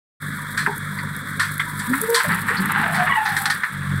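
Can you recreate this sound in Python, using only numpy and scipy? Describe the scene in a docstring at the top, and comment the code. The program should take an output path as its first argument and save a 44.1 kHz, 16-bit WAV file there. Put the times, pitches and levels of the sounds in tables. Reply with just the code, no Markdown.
"""An open field, from the cab of a backhoe that swings a bucket of soil over a steel trailer and tips it.
The dry bucket pivots stick and slip, groaning and squealing in rising steps; loose arm joints knock.
Clods drum and thud into the trailer, soil scrapes the bucket plate, fine earth hisses and grit ticks.
Underneath, the diesel's firings drive an exhaust hum, a panel rumble and a steady clatter."""
import sys
import numpy as np
from scipy import signal
from scipy.fft import rfft, irfft
from scipy.io import wavfile
from scipy.ndimage import uniform_filter1d

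SR = 44100
rng = np.random.default_rng(int(sys.argv[2]) if len(sys.argv) > 2 else 0)


def wav_record(signal):
    """Record a signal, one row per channel, as 16-bit PCM in the file named by sys.argv[1]."""
    frames = np.transpose(np.atleast_2d(signal))
    bounded = np.clip(frames, -1, 1)
    # unit amplitude maps onto the largest positive 16-bit level
    quanta = np.round(bounded * 32767).astype(np.int16)
    wavfile.write(sys.argv[1], SR, quanta)


N = 176400
T = np.arange(N) / SR
HARD_ATTACK_S, SOFT_ATTACK_S = 0.0018, 0.012
CLODS_PER_S, CLOD_SPREAD_DB = 1800, 1


def from_db(db):
    """Decibels to gain."""
    return 10 ** (np.asarray(db) / 20)


def rms_one(x):
    """Scale to an rms of one."""
    return x / np.sqrt(np.mean(x ** 2) + 1e-20)


def automation(points):
    """Straight lines through (time_s, value) points, at every sample."""
    return np.interp(T, *np.transpose(points))


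def drift(rate_hz):
    """Smooth random modulation, rms one, rolling off above rate_hz."""
    hop, settle = 40, 2000
    pole = np.exp(-2 * np.pi * rate_hz * hop / SR)
    noise = rng.standard_normal(N // hop + settle + 2)
    slow = signal.lfilter([1], [1, -2 * pole, pole * pole], noise)[settle:]
    return np.interp(np.arange(N) / hop, np.arange(len(slow)), rms_one(slow))


def body(x, spectrum, size=4096):
    """Colour x with a unit-energy body response drawn as (freq_hz, level_db) points."""
    hz, db = np.transpose(spectrum)
    grid_hz = np.maximum(np.arange(size // 2 + 1) * SR / size, 1)
    gain = from_db(np.interp(np.log(grid_hz), np.log(hz), db))
    cepstrum = irfft(np.log(gain))
    cepstrum[1:size // 2] *= 2   # minimum phase keeps attacks sharp
    cepstrum[size // 2 + 1:] = 0
    response = irfft(np.exp(rfft(cepstrum)))
    return signal.fftconvolve(x, response / np.linalg.norm(response))[:N]


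def resonate(x, peaks, size=4096):
    """Ring x through parallel (centre_hz, width_hz, level_db) resonances, unit energy in all."""
    response = 0
    for k, (hz, width, db) in enumerate(peaks):
        band = signal.butter(2, [hz - width / 2, hz + width / 2], "band", fs=SR, output="sos")
        response = response + (-1) ** k * from_db(db) * signal.sosfilt(band, signal.unit_impulse(size))
    return signal.fftconvolve(x, response / np.linalg.norm(response))[:N]


def ring(x, centre_hz, width_hz):
    """Ring x through one resonance."""
    return resonate(x, [(centre_hz, width_hz, 0)])


def grains(per_s, spread_db):
    """Random contacts of uneven size, rms one."""
    sizes = from_db(spread_db * np.minimum(rng.exponential(1, N), 4)) * rng.choice([-1, 1], N)
    return rms_one(sizes * (rng.random(N) < per_s / SR))


def hit(start_s, attack_s, decay_s):
    """Envelope with a linear attack and an exponential tail."""
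    age = np.maximum(T - start_s, 0)
    tail = np.exp(-np.minimum(np.maximum(age - attack_s, 0) / decay_s, 50))
    return np.minimum(age / attack_s, 1) * tail


def pivot_groans():
    """A dry pin sticks and slips, locking on to one pitch after another."""
    # stick-slip notes: start_s, end_s, from_hz, to_hz, level_db, overtones_db, roughness (0-1)
    groans = [(1.874, 2.02, 232.3, 300, -18.5, -29, 0.22), (2.011, 2.089, 429, 449, -25, -38, 0.31),
              (2.071, 2.22, 464, 468, -17.5, -13.5, 0.24), (2.15, 2.283, 1040, 1031, -24.5, -8, 0.22),
              (2.565, 2.783, 167.4, 248.4, -22.5, -21, 0.56), (2.974, 3.095, 724, 730, -20, -15, 0.2),
              (3.082, 3.218, 1124, 1040, -21.5, -7, 0.4), (3.084, 3.302, 994, 880, -31.5, 9, 0.57),
              (3.151, 3.304, 876, 882, -17.5, -8, 0.29)]
    attack_s, fall_curve, third_vs_second_db = 0.028, 1.52, -13.5
    jitter, shimmer_db = 0.04, 9   # pitch and level flutter at full roughness
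    out, wobble, shimmer = np.zeros(N), drift(59), drift(46)
    for start, end, from_hz, to_hz, db, overtones_db, roughness in groans:
        on = (T > start) & (T < end)
        t, crest = T[on], start + attack_s
        shift = rng.integers(N)   # each note flutters its own way
        glide_hz = np.interp(t, [start, end], [from_hz, to_hz])
        pitch_hz = glide_hz * (1 + jitter * roughness * np.roll(wobble, shift)[on])
        phase = 2 * np.pi * np.cumsum(pitch_hz) / SR
        overtones = np.sin(2 * phase) + from_db(third_vs_second_db) * np.sin(3 * phase)
        tone = np.sin(phase) + from_db(overtones_db) * overtones
        swell = np.interp(t, [start, crest], [0, 1]) * np.interp(t, [crest, end], [1, 0]) ** fall_curve
        gain = from_db(db + shimmer_db * roughness * np.roll(shimmer, shift)[on])
        out[on] += np.sqrt(2) * swell * tone * gain
    return out


def arm_knocks():
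    """Loose steel joints chatter briefly after each blow and ring in three registers."""
    # blows in the arm and bucket: start_s, clank_db, rattle_db, chink_db, decay_s
    knocks = [(.574, -18.5, -29, -31, 0.046), (0.662, -12, -51, -55, 0.0089),
              (1.395, -14.5, -26, -28.5, 0.041), (1.596, -20, -41, -39, 0.026),
              (1.792, -30, -36, -30.5, 0.027), (1.933, -13.5, -50, -53, 0.016),
              (2.144, -17.5, -17.5, -20.5, 0.036), (2.299, -22.5, -62, -58, 0.054),
              (2.483, -16.5, -42, -36.5, 0.043), (2.944, -23, -33, -36, 0.053),
              (3.254, -18, -31.5, -60, 0.055), (3.364, -16.5, -27.5, -28, 0.021),
              (3.455, -14, -21, -27.5, 0.013), (3.499, -15, -23, -28.5, 0.023),
              (3.6337, -13, -37, -56, 0.014)]
    # low, middle and high resonances of the bucket steel: centre_hz, width_hz, level_db
    clank = [(1051, 204, 1), (1438, 354, 6.5), (1777, 227, 13), (2117, 620, -1.5)]
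    rattle = [(3460, 840, 5), (4148, 43, 14.5), (4356, 360, 7.5), (4930, 2750, -1.5)]
    chink = [(7960, 980, -2.5), (9430, 830, -2.5), (11800, 1500, -12)]
    out = 0
    for k, register in enumerate((clank, rattle, chink)):
        power = sum((from_db(levels_db[k]) * hit(start, HARD_ATTACK_S, decay)) ** 2
                    for start, *levels_db, decay in knocks)
        chatter = resonate(grains(per_s=2500, spread_db=0), register)
        running_rms = np.sqrt(np.abs(uniform_filter1d(chatter ** 2, size=500)) + 1e-9)
        out = out + np.sqrt(power) * chatter / running_rms
    return out


def steel_rings():
    """Heavy blows boom in the large panels, light ones ping on a pin or tooth, each a rough ring."""
    # heavy blows: start_s, level_db
    booms = [(.666, -24), (2.296, -33)]
    # panel modes: pitch_hz, level_db, t60_s
    panel_modes = [(400, -3.5, 0.19), (892, 4, .2), (1020, 11.5, 0.023)]
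    # small steel parts: start_s, pitch_hz, level_db
    pings = [(0.986, 4440, -35), (0.987, 2000, -24), (1.597, 3430, -23.5), (1.595, 2046, -16),
             (2.32, 4400, -32.5), (2.569, 4450, -23)]
    ping_decay_s = 0.016
    notes = [(start, hz, db + mode_db, SOFT_ATTACK_S, t60 / np.log(1000))
             for start, db in booms for hz, mode_db, t60 in panel_modes]
    notes += [(start, hz, db, HARD_ATTACK_S, ping_decay_s) for start, hz, db in pings]
    return sum(from_db(db) * hit(start, attack, decay) * ring(rng.standard_normal(N), hz, 0.13 * hz)
               for start, hz, db, attack, decay in notes) / np.sqrt(2)


def clods():
    """Soil drums on the trailer in clumps; the heavy clods thud."""
    # swell of the pour and of its thuds: time_s, level_db
    pour_levels = [(1.7, -50), (1.85, -36), (2.1, -35), (2.2, -22.5), (2.36, -26.5), (2.42, -35.5),
                   (2.55, -24), (2.66, -28), (2.76, -21.5), (3.0, -24), (3.55, -36), (3.75, -39)]
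    thud_levels = [(2.24, -49), (2.3, -25.5), (2.45, -39.5), (2.7, -31.5), (3.1, -32), (3.22, -65)]
    # tone of the trailer floor: freq_hz, level_db
    trailer_eq = [(150, -52), (420, -9), (620, -22), (880, 2.5), (1750, 9), (2750, -9.5), (4000, -14.5),
                  (7000, -49)]
    impacts = grains(CLODS_PER_S, CLOD_SPREAD_DB) * from_db(automation(pour_levels) + 3 * drift(27.5))
    thuds = ring(grains(per_s=170, spread_db=1), centre_hz=181.7, width_hz=42.5)
    return body(impacts, trailer_eq) + thuds * from_db(automation(thud_levels))


def big_lumps():
    """Each big lump lands softly and sets one wavering note of the trailer going."""
    # landings: start_s, pitch_hz, level_db
    lumps = [(2.239, 581, -25.5), (2.272, 190, -22.5), (2.498, 470, -27.5), (2.785, 205, -20.5)]
    return sum(from_db(db) * hit(start, SOFT_ATTACK_S, decay_s=0.026)
               * np.sin(2 * np.pi * hz * T + drift(39)) for start, hz, db in lumps)


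def soil_scrapes():
    """Sliding soil rubs the bucket plate into a rough, narrow ring."""
    # slides over the plate: start_s, end_s, pitch_hz, level_db
    scrapes = [(2.733, 3.006, 837, -30.5), (2.814, 3.12, 684, -33.5), (3.22, 3.537, 823, -30)]
    fade_s = 0.034
    out = 0
    for start, end, hz, db in scrapes:
        stroke = np.clip(np.minimum(T - start, end - T) / fade_s, 0, 1)
        out = out + from_db(db) * stroke * ring(grains(CLODS_PER_S, CLOD_SPREAD_DB), hz, width_hz=78)
    return out


def fine_earth():
    """Fine earth hisses with coarser grains in it; single bits of grit tick close by."""
    # earth sliding off the bucket: time_s, level_db
    trickle_levels = [(.2, -44.5), (1.2, -48), (2.15, -33.5), (2.45, -40), (2.98, -41), (3.18, -44.5),
                      (3.31, -38.5), (3.55, -36.5), (3.68, -51)]
    # tone of its hiss: freq_hz, level_db
    hiss_eq = [(2800, -32), (3700, 0.5), (6500, -15), (8000, 2.5), (11900, 3), (13500, -3.5)]
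    # grit strikes: start_s, level_db
    grit = [(.779, -26.5), (1.164, -27), (1.541, -30), (1.579, -26), (2.014, -14), (2.101, -17),
            (2.233, -26), (2.346, -23), (2.657, -24), (2.719, -20)]
    fine = grains(per_s=7000, spread_db=4)
    coarse = from_db(-9.5) * grains(per_s=45, spread_db=1.1)
    flow = from_db(automation(trickle_levels) + 3.4 * drift(34))
    hiss = body((fine + coarse) * flow, hiss_eq)
    tick_envelope = sum(from_db(db) * hit(start, attack_s=0.0013, decay_s=0.0024) for start, db in grit)
    tick_band = signal.butter(2, [8860, 13200], "band", fs=SR, output="sos")
    return hiss + tick_envelope * rms_one(signal.sosfilt(tick_band, rng.standard_normal(N)))


def diesel():
    """Each firing drives the exhaust hum, shakes the panels and sets off a burst of clatter."""
    # engine firing: time_s, rate_hz
    firing_rates = [(0.22, 49.48), (3.34, 50), (4.0, 46.96)]
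    # swell of the exhaust hum: time_s, level_db
    hum_levels = [(.22, -39), (1.0, -35), (2.06, -41), (2.19, -69), (2.28, -37.5), (3.1, -39),
                  (3.22, -49.5), (3.32, -39.5), (3.58, -43.5), (3.68, -55), (3.745, -34), (3.87, -28.5)]
    # exhaust harmonics: multiple of the firing rate, level_db
    harmonics = [(1, -16.5), (2, -3), (3, 1), (4, -5.5)]
    # tone of the shaken panels and of the clatter: freq_hz, level_db
    rumble_eq = [(70, -21.5), (140, -4.5), (195, -0.5), (270, -8), (350, -19), (570, -20), (700, -29.5),
                 (1500, -71)]
    clatter_eq = [(820, -24.5), (1150, -2), (1700, 3.5), (2250, -8.5), (2600, -35.5), (2950, -38.5),
                  (3350, -9), (4300, -21.5), (5000, -28), (6600, -31.5), (8700, -17.5), (11000, -31.5)]
    # a loose panel buzzing on and off: start_s, level_db
    buzzes = [(0.364, -39.5), (0.918, -36), (1.64, -37.5), (1.8, -37)]
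    burst_decay_s, waver_db, throb_db, clatter_db = 0.016, 3, 3.5, -31.5
    firing_hz, hum_db = automation(firing_rates), automation(hum_levels)
    cycles = np.cumsum(firing_hz) / SR
    hum = sum(from_db(db + waver_db * drift(5.9)) * np.sin(2 * np.pi * (k * cycles + rng.random()))
              for k, db in harmonics)
    since_firing_s = (cycles % 1) / firing_hz
    bursts = rms_one(1 + np.exp(-since_firing_s / burst_decay_s))
    rumble_db = np.minimum(hum_db + 1.5, -39)   # rides the hum up to a ceiling
    rumble = body(bursts * rng.standard_normal(N), rumble_eq)
    rumble *= from_db(rumble_db + throb_db * drift(19.5))
    clatter = body(bursts * rng.standard_normal(N), clatter_eq) * from_db(clatter_db + drift(19))
    buzz = ring(bursts * rng.standard_normal(N), centre_hz=981, width_hz=57)
    buzz *= sum(from_db(db) * hit(start, attack_s=0.052, decay_s=0.14) for start, db in buzzes)
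    return np.sqrt(2) * hum * from_db(hum_db) + rumble + clatter + buzz


def echoes(x):
    """The machine and the trailer throw back short, dull reflections."""
    # reflections: delay_s, level_db
    taps = [(.0075, -14), (.019, -11)]
    dull = signal.sosfilt(signal.butter(1, 2100, fs=SR, output="sos"), x)
    return sum(from_db(db) * np.interp(T - delay, T, dull, left=0) for delay, db in taps)


def scene():
    """Mono mix of engine, arm and soil; only the knocks, rings and clods echo."""
    impacts = arm_knocks() + steel_rings() + clods()
    mix = diesel() + pivot_groans() + soil_scrapes() + big_lumps() + fine_earth() + impacts
    return (mix + echoes(impacts))[None]


def record(dry):
    """A moment of silence, a quick fade-in and a steep cut of the top treble."""
    start_s, fade_in_s, cutoff_hz = 0.2, 0.026, 15700
    faded = dry * np.clip((T - start_s) / fade_in_s, 0, 1)
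    return signal.sosfilt(signal.ellip(10, .2, 80, cutoff_hz, fs=SR, output="sos"), faded)


dry = scene()
out = record(dry)
wav_record(out)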